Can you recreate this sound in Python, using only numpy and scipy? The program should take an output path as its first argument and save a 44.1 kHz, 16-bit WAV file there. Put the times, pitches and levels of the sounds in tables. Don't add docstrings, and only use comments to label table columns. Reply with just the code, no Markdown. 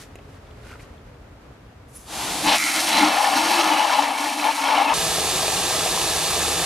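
import sys
import numpy as np
from scipy import signal
from scipy.fft import rfft, irfft, next_fast_len
from scipy.io import wavfile

SR = 44100
rng = np.random.default_rng(int(sys.argv[2]) if len(sys.argv) > 2 else 0)


def unload_audio(sound):
    columns = np.transpose(np.atleast_2d(sound))
    steps = np.round(np.clip(columns, -1, 1) * 32767)
    wavfile.write(sys.argv[1], SR, steps.astype(np.int16))


N = 293337
TIME = np.arange(N) / SR
SIZE = next_fast_len(N + 4096)
FREQ = np.maximum(np.arange(SIZE // 2 + 1) * SR / SIZE, 1)
LOG_FREQ = np.log(FREQ)

# frequency in Hz, width in Hz, level in dB.
EMPTY_BUCKET = [(1423, 28, 10.5), (1495, 77, -7), (1743, 79, 3.5), (1930, 110, -6), (2270, 120, 3.5),
                (2524, 140, -7), (2584, 56, 11.5), (3090, 150, 3.5), (3400, 91, 0), (4040, 100, 4),
                (4460, 300, 0.5), (5100, 280, -5.5)]
# frequency in Hz, level in dB.
JET_BALANCE = [(300, .5), (480, 3), (700, 5.5), (920, 8.3), (1200, 5), (1450, 0), (1850, -2.7), (3200, 0),
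               (10000, .4)]
# frequency in Hz, likeness (1 = same direct sound only).
JET_LIKENESS = [(300, 0.95), (850, 1), (1200, 0.9), (1500, 0.7), (2000, 0.87), (3300, 0.97), (9000, .93),
                (12000, .74), (15000, .55)]
# frequency in Hz, phase in radians.
JET_PHASE = [(400, .04), (1150, .25), (1900, -.33), (4500, .15), (7000, .05), (10500, .42), (13000, 1)]


def from_db(db):
    return 10 ** (np.asarray(db) / 20)


def rms_one(x):
    return x / np.sqrt(np.mean(np.atleast_2d(x).mean(axis=0) ** 2) + 1e-20)


def in_time(rows):
    s, *columns = np.transpose(rows)
    return [np.interp(TIME, s, c) for c in columns]


def gains(rows):
    before_s = np.maximum(rows[0][0] - TIME, 0)
    after_s = np.maximum(TIME - rows[-1][0] - .04, 0)
    fade = np.exp(-(before_s + after_s) * 100)
    return [from_db(db) * fade for db in in_time(rows)]


def over_hz(points):
    hz, value = np.transpose(points)
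    return np.interp(LOG_FREQ, np.log(hz), value)


def filtered(x, response):
    return irfft(rfft(x, SIZE) * response, SIZE)[..., :N]


def causal(gain):
    cepstrum = irfft(np.log(gain + 1e-9), SIZE)
    cepstrum[1:SIZE // 2] *= 2
    cepstrum[SIZE // 2 + 1:] = 0
    return np.exp(rfft(cepstrum))


def colour(points, standing_waves=()):
    peaks_db = sum(db / (1 + (2 * (FREQ - hz) / width) ** 2) for hz, width, db in standing_waves)
    return causal(from_db(over_hz(points) + peaks_db))


def resonance(hz, width_hz):
    return 1 / (1 + 1j * (FREQ ** 2 - hz ** 2) / (FREQ * width_hz))


def note(excitation, hz, width_hz):
    turn = np.exp(2j * np.pi * np.cumsum(hz) / SR)
    keep = np.exp(-np.pi * width_hz / SR)
    ring = signal.lfilter([1], [1, -2 * keep, keep * keep], excitation / turn)
    return rms_one((ring * turn).real)


def drift(rate_hz):
    return rms_one(filtered(rng.standard_normal(N), 1 / (1 + (FREQ / rate_hz) ** 2)))


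def swell(s, sigma_s):
    return np.exp(-.5 * ((TIME - s) / sigma_s) ** 2)


def drops(per_s, spread_db):
    when, size = rng.random((2, N))
    at = np.flatnonzero(when < per_s / SR)
    push = 2 * size[at] - 1
    out = np.zeros(N)
    out[at] = np.sign(push) * from_db(spread_db * np.minimum(-np.log(np.abs(push)), 5))
    return rms_one(out)


def bubbles(per_s, cycles, count=16):
    pitches_hz = np.geomspace(620, 4200, count)
    births = rms_one(drops(per_s, 5.0))
    dealt = rng.integers(0, count, N)
    out = np.zeros(N)
    for k, hz in enumerate(pitches_hz):
        keep = from_db(-60 * hz / (cycles * SR))
        step = 2 * np.pi * hz / SR
        mine = births * (dealt == k) + 1e-18
        out += signal.lfilter([0, np.sin(step)], [1, -2 * keep * np.cos(step), keep * keep], mine)
    return rms_one(out)


def heard(direct, response, likeness, balance=None, phase=None):
    bass_hz, bass_mismatch = 280, 0.018
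    apart = np.maximum(1 / (1 + (bass_hz / FREQ) ** 4), bass_mismatch)
    sides = np.outer([1, -1], apart)
    alike = np.clip(over_hz(likeness), 0, 1)
    scattered = rfft(rng.standard_normal(N), SIZE) * sides
    pair = np.sqrt(1 + alike) * rfft(direct, SIZE) + np.sqrt(1 - alike) * scattered
    if balance is not None:
        pair = pair * from_db(sides * over_hz(balance) / 2)
    if phase is not None:
        pair = pair * np.exp(.5j * sides * over_hz(phase))
    return rms_one(irfft(pair * response, SIZE)[:, :N])


def between_walls(splash, echoes):
    echo_trim_db, above_hz = 2.5, 1700
    wander_s, wander_hz = .00006, 0.94
    treble = filtered(splash, 1 / (1 + (above_hz / FREQ) ** 4))
    heard_at = TIME - wander_s * drift(wander_hz)
    return splash + sum(from_db(db + echo_trim_db) * np.interp(heard_at - delay, TIME, treble)
                        for delay, db in echoes)


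def heaving(sound):
    heave_s, heave_hz = .0016, 2
    heard_at = TIME - heave_s * drift(heave_hz)
    return np.array([np.interp(heard_at, TIME, channel) for channel in sound])


def follow(law, plunge_db, spray_db):
    usual_plunge_db, usual_spray_db = -24, -34
    level_db, per_plunge, per_spray = law
    plunge_part_db = per_plunge * (plunge_db - usual_plunge_db)
    spray_part_db = per_spray * (spray_db - usual_spray_db)
    return from_db(level_db + plunge_part_db + spray_part_db)


def outdoors():
    # frequency in Hz, level in dB.
    air_colour = [(15, -46), (25, -20), (46, -0.5), (118, -3.5), (175, -11), (231, -11.5), (293, -12),
                  (360, -16.5), (425, -14.5), (588, -16.5), (769, -19.5), (980, -21.5), (1300, -22),
                  (2200, -28.5), (11200, -47), (13500, -51), (15000, -67)]
    # time in seconds, level in dB.
    air = [(0, -45), (.85, -43.5), (1.1, -45.5), (2.4, -46), (2.6, -53.5), (3.2, -57), (4.1, -63.5),
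           (4.9, -63), (4.925, -42), (6.65, -42.5)]
    # frequency in Hz, likeness of the two microphones.
    air_likeness = [(120, 0.23), (240, 0.35), (500, 0.54), (950, 0.42), (3770, 0.0073), (15000, 0)]
    # frequency in Hz, left over right in dB.
    air_balance = [(200, .3), (500, 1.3), (720, 4), (1100, -.3), (2000, .2), (10000, 0)]
    # frequency in Hz, width in Hz, level in dB, end in seconds.
    hums = [(296.4, 9.7, -67.5, 6.65), (422, 35, -59, 1.1)]
    waver_db, waver_hz = 0.65, 14
    whine_hz, whine_db = 13006, -84
    level = gains(air)[0] * from_db(waver_db * drift(waver_hz))
    rumble = level * heard(rng.standard_normal(N), colour(air_colour), air_likeness, air_balance)
    hum = np.zeros(N)
    for hz, width_hz, db, end_s in hums:
        fade = np.clip((end_s - TIME) * 10, 0, 1)
        hum += from_db(db) * fade * note(rng.standard_normal(N), np.full(N, hz), width_hz)
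    whine = from_db(whine_db) * np.sqrt(2) * np.sin(2 * np.pi * whine_hz * TIME)
    return rumble + hum + whine


def grass():
    # peak time in seconds, sigma in seconds, crunch level in dB, crackle level in dB.
    rustles = [(.01, 0.029, -51, -48), (0.325, 0.037, -70, -69.5), (0.693, 0.044, -53, -58.5),
               (0.824, 0.02, -61, -59)]
    # frequency in Hz, likeness of the two microphones.
    rustle_likeness = [(500, .7), (900, .3), (1800, 1), (3200, 0.53), (6000, 0.32), (13000, 0.34)]
    end_s, crunch_db, crackle_db = 1.0, -65, -72
    stirring = np.clip((end_s - TIME) * 10, 0, 1)
    crunch = from_db(crunch_db) * stirring
    crackle = from_db(crackle_db) * stirring
    for s, sigma_s, stalks_db, leaves_db in rustles:
        crunch += from_db(stalks_db) * swell(s, sigma_s)
        crackle += from_db(leaves_db) * swell(s, sigma_s)
    stalk_colour = colour([(500, -5), (1050, -12), (1450, -7), (1900, -5), (2400, -7), (3200, -12),
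                           (5000, -14), (12000, -40)])
    leaf_colour = colour([(1500, -5), (3500, -1.0), (7000, -0.5), (11500, -5), (15000, -19)])
    stalks = heard(drops(1500, 2.6), stalk_colour, rustle_likeness)
    leaves = heard(drops(2500, 1.1), leaf_colour, rustle_likeness)
    return crunch * stalks + crackle * leaves


def knocks():
    # start in seconds, level in dB, spot's ring in Hz, share of the bucket's modes in dB.
    contacts = [(.156, -28.5, 2720, 3.5), (.188, -37.5, 2600, -3), (.470, -46, 3540, -17),
                (.510, -40, 3400, -7), (.636, -49, 3800, -16), (.700, -43, 2900, -16),
                (.714, -35, 1480, -17), (.727, -39, 1300, -16), (.756, -36, 1530, -19),
                (.796, -37, 2340, -17), (.802, -38.5, 2400, -16), (.838, -48, 3000, -15),
                (.980, -48, 3500, -14)]
    # frequency in Hz, level in dB, 60 dB decay in seconds.
    bucket_modes = [(650, 0, 0.025), (1160, -21, .02), (1450, -15, .02), (2090, -11, .02),
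                    (4000, -18, .012), (7400, -15, .0055)]
    snap = 7
    out = np.zeros(N)
    age = TIME[:SR // 5]
    for s, db, spot_hz, body_db in contacts:
        start = int(s * SR)
        modes = [(hz, level + body_db, t60) for hz, level, t60 in bucket_modes] + [(spot_hz, 0, .006)]
        ring = sum(from_db(level - 60 * age / t60) * np.sin(2 * np.pi * hz * age)
                   for hz, level, t60 in modes)
        contact = rng.standard_normal(len(age)) * np.exp(-age / 0.0048)
        contact[0] += snap
        hit = signal.fftconvolve(ring, contact)[:len(age)]
        knock = hit / np.abs(hit).max() + from_db(body_db - 18) * contact
        out[start:start + len(age)] += from_db(db) * knock
    return filtered(out, colour([(8000, 0.0), (11000, -3), (15000, -14)]))


def scrapes():
    # peak time in seconds, sigma in seconds, pitch in Hz, level in dB.
    catches = [(.665, .018, 1380, -56), (.72, .02, 1430, -49.5), (0.8, 0.007, 2340, -48.5)]
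    slips_per_s, width_hz, grit_db = 450, 260, -3
    slips = drops(slips_per_s, 1.5)
    grit_colour = colour([(500, -12), (1100, 0), (2600, -2), (4000, -12), (12000, -28)])
    grit = from_db(grit_db) * rms_one(filtered(slips, grit_colour))
    return sum(from_db(db) * swell(s, sigma_s) * (grit + note(slips, np.full(N, hz), width_hz))
               for s, sigma_s, hz, db in catches)


def nozzle():
    # time in seconds, level in dB.
    spit_level = [(1.87, -80), (1.888, -61), (1.925, -60), (1.945, -50.5), (1.968, -47), (1.99, -50),
                  (2.02, -50), (2.06, -55)]
    # frequency in Hz, level in dB.
    spit_colour = [(1500, -7), (4500, -7), (6500, 0), (8500, -1), (10500, 1.5), (12500, -7), (15000, -15)]
    fan_colour = [(60, -24), (160, 5), (230, 4), (300, 10), (420, 2), (540, 3.5), (680, 9), (850, 10),
                  (1100, 4.5), (1700, 1), (3500, 4), (6000, 0.5), (11000, -1.5), (15000, -18)]
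    # frequency in Hz, likeness of the two microphones.
    fan_likeness = [(300, 0.93), (1500, 0.94), (4500, 0.86), (7500, 0.47), (13000, .3)]
    # frequency in Hz, left over right in dB, full above the bass.
    fan_balance = [(400, .4), (650, 3), (920, 8), (1400, 1.5), (2000, -.7), (10000, .1)]
    spit = gains(spit_level)[0] * heard(drops(9000, 1.9), colour(spit_colour), fan_likeness)

    whistle_s, sigma_s, whistle_db = 1.966, 0.01, -42
    start_hz, fall_hz_per_s, width_hz = 10300, 35000, 1500
    whistle_hz = start_hz - fall_hz_per_s * np.clip(TIME - whistle_s, -2 * sigma_s, 2 * sigma_s)
    air = note(rng.standard_normal(N), whistle_hz, width_hz)
    whistle = from_db(whistle_db) * swell(whistle_s, sigma_s) * air

    opens_s, rise_s, narrows_s, fall_db_per_s, fan_db = 2.053, 0.063, 2.43, 198, -26.5
    opening = (1 - np.exp(-np.maximum(TIME - opens_s, 0) / rise_s)) ** 2
    level = opening * from_db(fan_db - fall_db_per_s * np.maximum(TIME - narrows_s, 0))
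    first_drops = from_db(-51) * swell(2.06, 0.023)
    fan = heard(drops(12000, 1.0), colour(fan_colour, [(826, 80, 1.8)]),
                fan_likeness, fan_balance, JET_PHASE)
    return spit + whistle + (level + first_drops) * fan


def hollow(low_hz, thud_db):
    # frequency in Hz, level in dB.
    thud_colour = [(50, -32), (130, -16), (175, -9), (210, 2.5), (250, 3), (400, -8), (800, -50)]
    width_hz, waver_share, waver_hz = 67, 0.021, 10
    cushion_s, cushion_db = 3.8, 1
    balance_db = 0.5
    thud = rms_one(filtered(drops(2000, 0.71), colour(thud_colour)))
    share = from_db(thud_db - cushion_db * np.clip((TIME - cushion_s) * 10, 0, 1))
    hz = low_hz * (1 + waver_share * drift(waver_hz))
    ring = note(note(drops(3000, 2.1), hz, width_hz), hz, 2 * width_hz)
    pan = from_db(np.array([[.5], [-.5]]) * balance_db)
    return pan * (ring + share * thud) / np.sqrt(1 + share ** 2)


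def churning(surge, upper_hz):
    # frequency in Hz, level in dB.
    churn_colour = [(330, -40), (440, -13), (510, -10), (600, -2.5), (720, -0.5), (850, -0.5), (1020, 0.5),
                    (1300, -5.5), (1750, -25), (3000, -42), (8000, -66)]
    waver_share, waver_hz = 0.031, 11
    pockets = rms_one(drops(4500, 1.95) * from_db(1.7 * surge))
    wavering_hz = upper_hz * (1 + waver_share * drift(waver_hz))
    ring = note(drops(4500, 1.7) * from_db(1.2 * surge), wavering_hz, width_hz=122)
    return heard(pockets + from_db(-15.5) * ring, colour(churn_colour, EMPTY_BUCKET),
                 JET_LIKENESS, JET_BALANCE, JET_PHASE)


def jet():
    # time in seconds, level in dB.
    plunge = [(2.42, -41), (2.475, -19), (2.55, -21), (2.59, -40), (2.76, -30), (2.87, -28), (2.96, -22),
              (3.08, -21), (3.22, -22.5), (3.7, -20.5), (4.02, -22), (4.07, -24), (4.13, -27.5),
              (4.22, -26.5), (4.38, -30), (4.455, -22), (4.5, -22), (4.56, -31.5), (4.66, -21.5),
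              (4.78, -19), (4.86, -23.5), (4.92, -20)]
    spray = [(2.42, -30.5), (2.48, -33), (2.6, -31), (2.9, -30), (3.1, -35.5), (3.52, -32.5), (3.75, -36.5),
             (4.02, -37.5), (4.11, -42.5), (4.22, -37.5), (4.6, -37.5), (4.92, -42)]
    boom = [(2.42, -33), (2.47, -32), (2.58, -40), (2.7, -41), (2.9, -38.5), (3.0, -29), (3.08, -31.5),
            (3.2, -48.5), (3.4, -33.5), (3.58, -36.5), (3.76, -35), (3.88, -43), (4.0, -41.5), (4.5, -39),
            (4.57, -46), (4.66, -41), (4.8, -38.5), (4.92, -40)]
    # time in seconds, low note in Hz, upper note in Hz.
    hollow_notes = [(2.5, 305, 865), (2.66, 292, 800), (2.8, 318, 765), (2.93, 310, 875), (3.03, 298, 850),
                    (3.15, 300, 790), (3.34, 295, 785), (3.42, 315, 880), (3.58, 330, 830),
                    (3.72, 312, 810), (3.84, 303, 875), (4.0, 290, 860), (4.4, 288, 855), (4.6, 287, 900),
                    (4.75, 288, 840), (4.92, 290, 880)]
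    # frequency in Hz, level in dB.
    splatter_colour = [(600, -35), (1300, -5.5), (1800, 0), (2800, 0), (3500, 0), (4600, 3.5), (6200, -1),
                       (7500, -29), (14000, -26)]
    mist_colour = [(400, -30), (1500, -15), (4000, -1), (6300, -1), (7800, -1.5), (10000, -1),
                   (11700, -4.5), (13000, -8.5), (15200, -19)]
    slosh_colour = [(800, -28), (1400, -3.5), (1750, 2), (2800, 1), (3600, -4), (8000, -52)]
    # delay in seconds, level in dB.
    empty_echoes = [(0.001952, -23), (0.002272, -13), (0.003016, -16), (0.003748, -15)]
    # level in dB at the usual plunge and spray, dB per dB of plunge, dB per dB of spray.
    splatter_law = (-28.5, 0.47, 1)
    slosh_law = (-28.5, 0.79, 0.23)
    churn_trim_db, mist_trim_db, boom_trim_db = 0.18, 3.5, 3
    start_s, thud_db, thud_fade_db_per_s = 2.42, -2, 6.5

    (plunge_db,), (spray_db,), (boom_db,) = in_time(plunge), in_time(spray), in_time(boom)
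    low_hz, upper_hz = in_time(hollow_notes)
    age = TIME - start_s
    surge = 2 * np.tanh(drift(39) / 3.05)
    direction = JET_LIKENESS, JET_BALANCE, JET_PHASE
    spits = drops(550, 2.0)

    splatter = drops(7000, 3.4) * from_db(2.3 * surge) + .35 * spits
    splashing = heard(between_walls(splatter, empty_echoes),
                      colour(splatter_colour, EMPTY_BUCKET), *direction)
    mist = drops(12000, 2.8) * from_db(1.5 * surge) + .3 * spits
    hissing = heard(between_walls(mist, empty_echoes), colour(mist_colour), *direction)
    slosh = drops(4000, 1.7) + from_db(-11) * bubbles(per_s=830, cycles=20)
    sloshing = heard(slosh * from_db(0.94 * surge), colour(slosh_colour, EMPTY_BUCKET), *direction)

    water = from_db(boom_db + boom_trim_db) * hollow(low_hz, thud_db - thud_fade_db_per_s * age)
    water += from_db(plunge_db + churn_trim_db) * churning(surge, upper_hz)
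    water += follow(slosh_law, plunge_db, spray_db) * heaving(sloshing)
    water += follow(splatter_law, plunge_db, spray_db) * heaving(splashing)
    water += from_db(spray_db + mist_trim_db) * hissing
    return np.clip(age / 0.031, 0, 1) * water


def wall():
    # peak time in seconds, sigma in seconds, drumming level in dB, splash level in dB.
    hits = [(2.494, 0.011, -41, -18), (2.539, 0.02, -37, -21.5), (2.593, 0.034, -29, -50),
            (2.678, 0.043, -24, -39), (2.779, 0.023, -28, -31), (2.996, 0.073, -25.5, -25.5)]
    # frequency in Hz, width in Hz, level in dB; each mode's response is squared.
    wall_modes = [(1354, 270, -0.5), (2130, 480, 3)]
    # frequency in Hz, level in dB.
    splash_colour = [(400, -12.5), (650, 8), (1200, -9), (1800, -6), (2900, 3), (4200, 1.5), (5000, -12),
                     (7000, -16), (10000, -17), (15000, -37)]
    thump_s, thump_sigma_s, thump_hz, thump_db = 2.464, 0.012, 162, -32
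    direction = JET_LIKENESS, JET_BALANCE, JET_PHASE
    modes = sum(from_db(db) * resonance(hz, width_hz) ** 2 for hz, width_hz, db in wall_modes)
    drumming = heard(drops(1600, 1.0), modes, *direction)
    splash = heard(drops(8000, 1.9), colour(splash_colour), *direction)
    thump_ring = note(drops(3200, 1.0), np.full(N, thump_hz), width_hz=86)
    thump = from_db(thump_db) * swell(thump_s, thump_sigma_s) * thump_ring
    return thump + sum(swell(s, sigma_s) * (from_db(drum_db) * drumming + from_db(splash_db) * splash)
                       for s, sigma_s, drum_db, splash_db in hits)


def gulps():
    # peak time in seconds, pitch at the peak in Hz, level in dB before the flutter.
    pockets = [(2.48, 289, -26.5), (2.662, 302, -33), (2.925, 306, -31), (2.942, 883, -19.5),
               (2.98, 844, -24), (3.035, 850, -19), (3.04, 304, -19.5), (3.085, 840, -21),
               (3.155, 795, -23), (3.278, 817, -17.5), (3.37, 270, -27), (3.398, 940, -19),
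               (3.489, 308, -29), (3.533, 946, -19), (3.59, 340, -27), (3.665, 310, -26), (3.731, 307, -23),
               (3.809, 890, -21), (3.846, 861, -15), (3.992, 860, -15.5), (4.012, 285, -26),
               (4.26, 302, -30.5), (4.455, 847, -15), (4.495, 890, -16.5), (4.631, 278, -35),
               (4.692, 894, -20), (4.742, 873, -11.5), (4.78, 280, -29), (4.814, 799, -15.5),
               (4.88, 286, -33), (4.908, 894, -15.5)]
    sigma_cycles, rise_share, flutter_db = 5.1, 0.013, 1.5
    out = np.zeros(N)
    for s, hz, db in pockets:
        sigma_s = sigma_cycles / hz
        near = np.flatnonzero(np.abs(TIME - s) < 4 * sigma_s)
        age = (TIME[near] - s) / sigma_s
        turns = sigma_cycles * (age + rise_share * age ** 2 / 2) + rng.random()
        out[near] += from_db(db) * np.exp(-.5 * age ** 2) * np.sin(2 * np.pi * turns)
    pan = from_db(np.outer([.5, -.5], over_hz(JET_BALANCE)))
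    return filtered(out * from_db(flutter_db * drift(130)), pan)


def slaps():
    # start in seconds, peak level in dB.
    big_drops = [(2.5838, -6.5), (2.64, -10), (2.754, -14), (2.7625, -6), (2.804, -8), (3.0651, -19),
                 (3.3694, -16), (3.535, -12), (3.6435, -10), (4.026, -17), (4.1781, -22), (4.471, -22),
                 (4.643, -15)]
    crack_colour = colour([(800, -25), (3000, -4), (5500, 0), (8500, -4), (15000, -22)])
    crack = irfft(crack_colour, SIZE)[:SR // 100]
    clicks = np.zeros(N)
    for s, db in big_drops:
        clicks[int(s * SR)] = from_db(db)
    return signal.fftconvolve(clicks, crack / np.abs(crack).max())[:N]


def gurgles():
    # peak time in seconds, sigma in seconds, pitch in Hz, level in dB.
    pockets = [(2.958, 0.026, 4000, -28), (3.04, 0.017, 1330, -29), (3.3, 0.049, 2130, -40),
               (3.569, 0.027, 2590, -32), (3.638, 0.06, 1240, -28), (3.77, 0.054, 2910, -31),
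               (4.156, 0.049, 2240, -38), (4.27, 0.029, 2680, -40), (4.667, 0.022, 3160, -32),
               (4.757, 0.16, 2236, -33), (4.873, 0.032, 2720, -31)]
    width_hz, tremble_share, tremble_hz = 130, 0.022, 33.4
    impacts = drops(1500, 2.2)
    tremble = 1 + tremble_share * drift(tremble_hz)
    return sum(from_db(db) * swell(s, sigma_s) * note(impacts, hz * tremble, width_hz)
               for s, sigma_s, hz, db in pockets)


def foam():
    # frequency in Hz, level in dB.
    foam_colour = [(40, -28), (70, -9.5), (230, -10.5), (350, 0), (780, -5.5), (1150, -1), (1900, -3),
                   (3600, -1.5), (5200, -4), (7000, -3), (10000, -6), (12000, -10), (15000, -25.5)]
    # frequency in Hz, width in Hz, level in dB.
    full_bucket = [(166, 60, 9), (455, 103, 4.5), (575, 57, -7), (643, 97, 6), (790, 143, 8.5),
                   (1474, 105, -14.5), (1730, 200, 1), (2080, 260, -6), (3200, 320, -3), (3600, 230, 3),
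                   (4530, 250, 3)]
    # delay in seconds, level in dB.
    full_echoes = [(0.00086, -44), (0.001132, -36), (0.001408, -33), (0.002348, -18.5)]
    # frequency in Hz, then likeness, left over right in dB or left lead in radians.
    foam_likeness = [(150, .999), (400, 1), (900, 0.97), (2000, 0.95), (3200, 0.85), (7500, 0.7),
                     (12000, 0.8)]
    foam_balance = [(300, .1), (480, 1), (700, 4), (900, 4.5), (1200, 0), (3000, -2.2), (10000, -.6)]
    foam_phase = [(300, .08), (1000, .13), (2000, -.2), (3200, -.7), (7500, -1.15), (10500, -1),
                  (13000, -1.55)]
    # frequency in Hz, width in Hz, level in dB.
    drones = [(75.1, 2.8, -49.5), (165.6, 24, -46)]
    foam_db = -23
    fizz = drops(20000, 2.9) * from_db(0.18 * drift(36))
    water = rms_one(fizz + from_db(-16.0) * bubbles(per_s=1400, cycles=16))
    rush = heard(between_walls(water, full_echoes), colour(foam_colour, full_bucket),
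                 foam_likeness, foam_balance, foam_phase)
    push = rng.standard_normal(N)
    drone = sum(from_db(db) * note(push, np.full(N, hz), width_hz) for hz, width_hz, db in drones)
    return from_db(foam_db) * rush + drone


def scene():
    jump_s, crossfade_s = 4.937, .002
    later = np.clip((TIME - jump_s) / crossfade_s, 0, 1)
    handling = grass() + knocks() + scrapes()
    filling = nozzle() + jet() + wall() + gulps() + slaps() + gurgles()
    return outdoors() + (1 - later) * (handling + filling) + later * foam()


def record(dry):
    cutoff_hz = 15400
    return filtered(dry, 1 / np.sqrt(1 + (FREQ / cutoff_hz) ** 160))


dry = scene()
out = record(dry)
unload_audio(out)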